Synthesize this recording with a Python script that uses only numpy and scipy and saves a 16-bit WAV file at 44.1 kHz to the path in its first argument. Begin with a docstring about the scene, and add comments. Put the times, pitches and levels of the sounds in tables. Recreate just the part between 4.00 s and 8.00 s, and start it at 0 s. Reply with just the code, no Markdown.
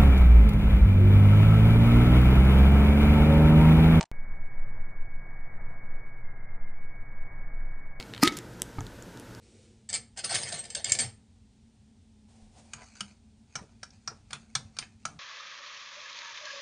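"""A small camera is handled: its case clicks, and the sound drops out for an instant.
A soft pop opens onto still air under trees: a faint low rumble over a slow sway, and a dull hiss.
Thin steady whines, probably the camera's own, sit on top, and leaves stir lightly twice.
Just past halfway the highest whine breaks into a rasp for half a second, then comes back.
The leaves stir once more near the end."""
import sys
import numpy as np
from scipy.fft import rfft, irfft, next_fast_len
from scipy.io import wavfile
from scipy.ndimage import map_coordinates

SR = 44100
rng = np.random.default_rng(int(sys.argv[2]) if len(sys.argv) > 2 else 0)


def unload_wav(signal):
    """Save mono or channel-first audio to the path in sys.argv[1] as 16-bit WAV at rate SR, clipped to [-1, 1]."""
    wavfile.write(
        sys.argv[1],
        SR,
        np.round(np.clip(np.atleast_2d(signal).T, -1, 1) * 32767).astype(np.int16),
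    )


N = 176400
T = np.arange(N) / SR
DROPOUT_S, RESUME_S = .0408, .1153

# tone colour of the sub-bass sway, the rumble and the hiss (f/Hz, relative level/dB)
SWAY_SPECTRUM = [(1, -18.5), (4, -15.5), (8.5, -5), (13, -9.5), (19, -13), (24, -34), (28, -42),
                 (40, -58.5), (80, -120)]
RUMBLE_SPECTRUM = [(15, -4), (28, 4), (36, -3), (65, 4), (120, 1.5), (160, -1.5), (210, -7.5), (300, -17.5),
                   (600, -68.5)]
HISS_SPECTRUM = [(100, -4.5), (300, 0.5), (560, 0.5), (690, 2.5), (800, 0), (1000, 0), (1200, -0.5),
                 (1500, -1), (1750, 0.5), (2030, -1.5), (2120, 0.5), (2210, 3.5), (2270, -5.5), (2400, -14),
                 (2560, -30), (2700, -64.5), (3000, -120)]
# slow level rides on the rumble and the hiss (t/s, relative level/dB)
RUMBLE_RIDE = [(.15, 1.5), (1.0, -0.5), (1.55, 2.5), (2.1, -1), (2.9, -1.5), (3.3, 1.5), (3.95, -1)]
HISS_RIDE = [(.15, -1), (.55, -0.5), (.9, -.5), (1.5, 0.3), (1.9, 0), (2.5, -.5), (3.0, -1.5), (3.4, 0.76),
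             (3.95, -0.5)]
# stereo image of the hiss (f/Hz, left-right correlation/0-1)
HISS_CORRELATION = [(1050, 1), (1090, .25), (1580, 0.2), (1680, 1), (1770, .3), (2300, 0.5)]
# the unbroken whines (f/Hz, level/dB)
STEADY_WHINES = [(112.5, -61.5), (1642, -63.5), (1884, -79)]
# handling clicks: three sharp ones, then a faint tick as the sound drops out
# (t/s, relative ring level/dB, relative snap level/dB, snap t60/s)
HANDLING_CLICKS = [(.0096, -27, -27, 0.016), (0.0123, -43.5, -30.5, 0.0069), (0.0282, -45.5, -31.5, 0.014),
                   (0.054, -61, -29, 0.04)]
# resonances of the camera's case (f/Hz, relative level/dB, t60/s)
CASE_MODES = [(668, -6, 0.049), (800, -6.5, 0.033), (915, 1, .045), (1133.5, 1, .016), (1311.6, -8, .015),
              (1974, -1, 0.017), (2350, 0.5, 0.013)]
# tone colour of the snap and of the air around the clicks (f/Hz, relative level/dB)
SNAP_SPECTRUM = [(300, -36), (900, -3.5), (1500, 1), (2200, 2), (3500, 0.5), (6000, -0.5), (8200, -2.5),
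                 (9500, -18.5), (11000, -50), (13000, -89.5)]
OPENING_AIR_SPECTRUM = [(30, -1), (250, -8.5), (570, -11.5), (670, 1.5), (930, -1), (1300, -11.5),
                        (2100, -13), (3500, -19.5), (8500, -26.5), (10500, -52.5), (12000, -91)]
# stereo width of the snap (f/Hz, side gain/dB)
SNAP_WIDTH = [(600, -50.5), (2000, -28.5), (4000, -10), (8000, 1)]
# stirs of the leaves (peak t/s, length/s, level/dB)
LEAF_STIRS = [(0.584, 0.21, -63.5), (1.466, 0.29, -61.5), (3.799, 0.2, -66)]


def low_air(sway_db=-29, rumble_db=-52.5):
    """The low bed: a slow pressure sway under a distant rumble, dead centre."""
    ride_db = np.interp(T, *np.transpose(RUMBLE_RIDE)) + 0.58 * wobble(8)
    sway = amp(sway_db) * coloured(SWAY_SPECTRUM)
    rumble = amp(rumble_db + ride_db) * coloured(RUMBLE_SPECTRUM)
    return sway + rumble


def hiss(level_db=-55.5):
    """Dull outdoor hiss, centred in the lows and wider above, swelling a little."""
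    spread = lambda hz: np.arccos(np.clip(along(HISS_CORRELATION, hz), -1, 1)) / 2
    mid = filtered(coloured(HISS_SPECTRUM), lambda hz: np.cos(spread(hz)))
    side = filtered(coloured(HISS_SPECTRUM), lambda hz: np.sin(spread(hz)))
    ride_db = np.interp(T, *np.transpose(HISS_RIDE)) + 0.59 * wobble(7)
    return amp(level_db + ride_db) * unit(np.array([mid + side, mid - side]))


def whine(hz, db, drift_hz=1.1, flutter_db=1.0):
    """One thin sine, slightly unsteady in pitch and level."""
    phase = 2 * np.pi * np.cumsum(hz + drift_hz * wobble(12)) / SR
    return amp(db + flutter_db * wobble(20)) * np.sqrt(2) * np.sin(phase)


def whines(break_s=2.23, mend_s=2.75, fade_s=0.037, duck_db=18):
    """Whines, probably the camera's; the highest ducks briefly under a slightly lower rasp."""
    broken = np.clip(np.minimum(T - break_s, mend_s - T) / fade_s + .5, 0, 1)
    rasp = amp(-60.5) * band_noise(centre_hz=2123, width_hz=45)
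    highest = whine(hz=2228.7, db=-57 - duck_db * broken)
    return sum(whine(hz, db) for hz, db in STEADY_WHINES) + highest + broken * rasp


def handling(air_db=-42.5, drop_db=27.5, fade_db_per_s=350.5):
    """Quick clicks over louder air, each a noisy snap and a ring of the case; all drop away together."""
    out = amp(air_db) * coloured(OPENING_AIR_SPECTRUM)
    for onset, ring_db, snap_db, snap_t60 in HANDLING_CLICKS:
        age = np.maximum(T - onset, 0)
        ring = sum(amp(ring_db + db - 60 * age / t60) * np.sin(2 * np.pi * hz * age)
                   for hz, db, t60 in CASE_MODES)
        mid = coloured(SNAP_SPECTRUM)
        side = filtered(coloured(SNAP_SPECTRUM), lambda hz: amp(along(SNAP_WIDTH, hz)))
        snap = amp(snap_db - 60 * age / snap_t60) * np.array([mid + side, mid - side])
        attack = 1 - np.exp(-age / .0002)
        out = out + attack * (ring + snap)
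    dropout_db = np.where(T > DROPOUT_S, -drop_db - fade_db_per_s * (T - DROPOUT_S), 0)
    return low_pass(amp(dropout_db) * out, top_hz=10300)


def pop(peak_db=-27.5, settle_s=0.016):
    """The sound comes back with a step that settles at once: a soft, dull pop."""
    progress = np.maximum(T - RESUME_S, 0) / settle_s
    return amp(peak_db) * (1 - progress ** 2) * np.exp(-progress ** 2 / 2)


def leaves():
    """Leaves stir far back in the mix: soft, wide swells of narrow-band noise."""
    swell = sum(amp(db) * np.exp(-(2 * (T - peak) / length) ** 2) for peak, length, db in LEAF_STIRS)
    return swell * np.array([band_noise(centre_hz=1880, width_hz=100) for _ in range(2)])


def amp(db):
    """Decibels to gain."""
    return 10 ** (np.asarray(db) / 20)


def unit(x):
    """Scale to rms 1."""
    return x / np.sqrt(np.mean(x ** 2) + 1e-20)


def along(points, hz):
    """Read a curve of (f/Hz, value) points on a log frequency axis."""
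    freqs, values = np.transpose(points)
    return np.interp(np.log(hz + 1), np.log(freqs + 1), values)


def wobble(rate):
    """Smooth random modulation, with rate points a second."""
    return map_coordinates(rng.standard_normal(int(N * rate / SR) + 4), [T * rate])


def filtered(x, response):
    """EQ x with a gain that depends on frequency."""
    size = next_fast_len(N + SR // 2)
    return irfft(rfft(x, size) * response(np.fft.rfftfreq(size, 1 / SR)), size)[..., :N]


def low_pass(x, top_hz):
    """A steep roll-off of the top end."""
    return filtered(x, lambda hz: 1 / np.sqrt(1 + (hz / top_hz) ** 48))


def noise(response):
    """White noise through an EQ, at rms 1."""
    white = rng.standard_normal(next_fast_len(N + SR // 2))
    return unit(filtered(white, response))


def coloured(spectrum):
    """Noise of rms 1 with a (f/Hz, level/dB) spectrum."""
    return noise(lambda hz: amp(along(spectrum, hz)))


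def band_noise(centre_hz, width_hz):
    """Noise of rms 1 in a bell-shaped band."""
    return noise(lambda hz: np.exp(-.5 * ((hz - centre_hz) / width_hz) ** 2))


def scene():
    """The clicks, a beat of silence, then the quiet under the trees."""
    ambience = pop() + low_air() + hiss() + leaves() + whines()
    return np.where(T < RESUME_S, handling(), ambience)


def record(dry):
    """The camera's band limit shaves off the very top."""
    return low_pass(dry, top_hz=16500)


dry = scene()
out = record(dry)
unload_wav(out)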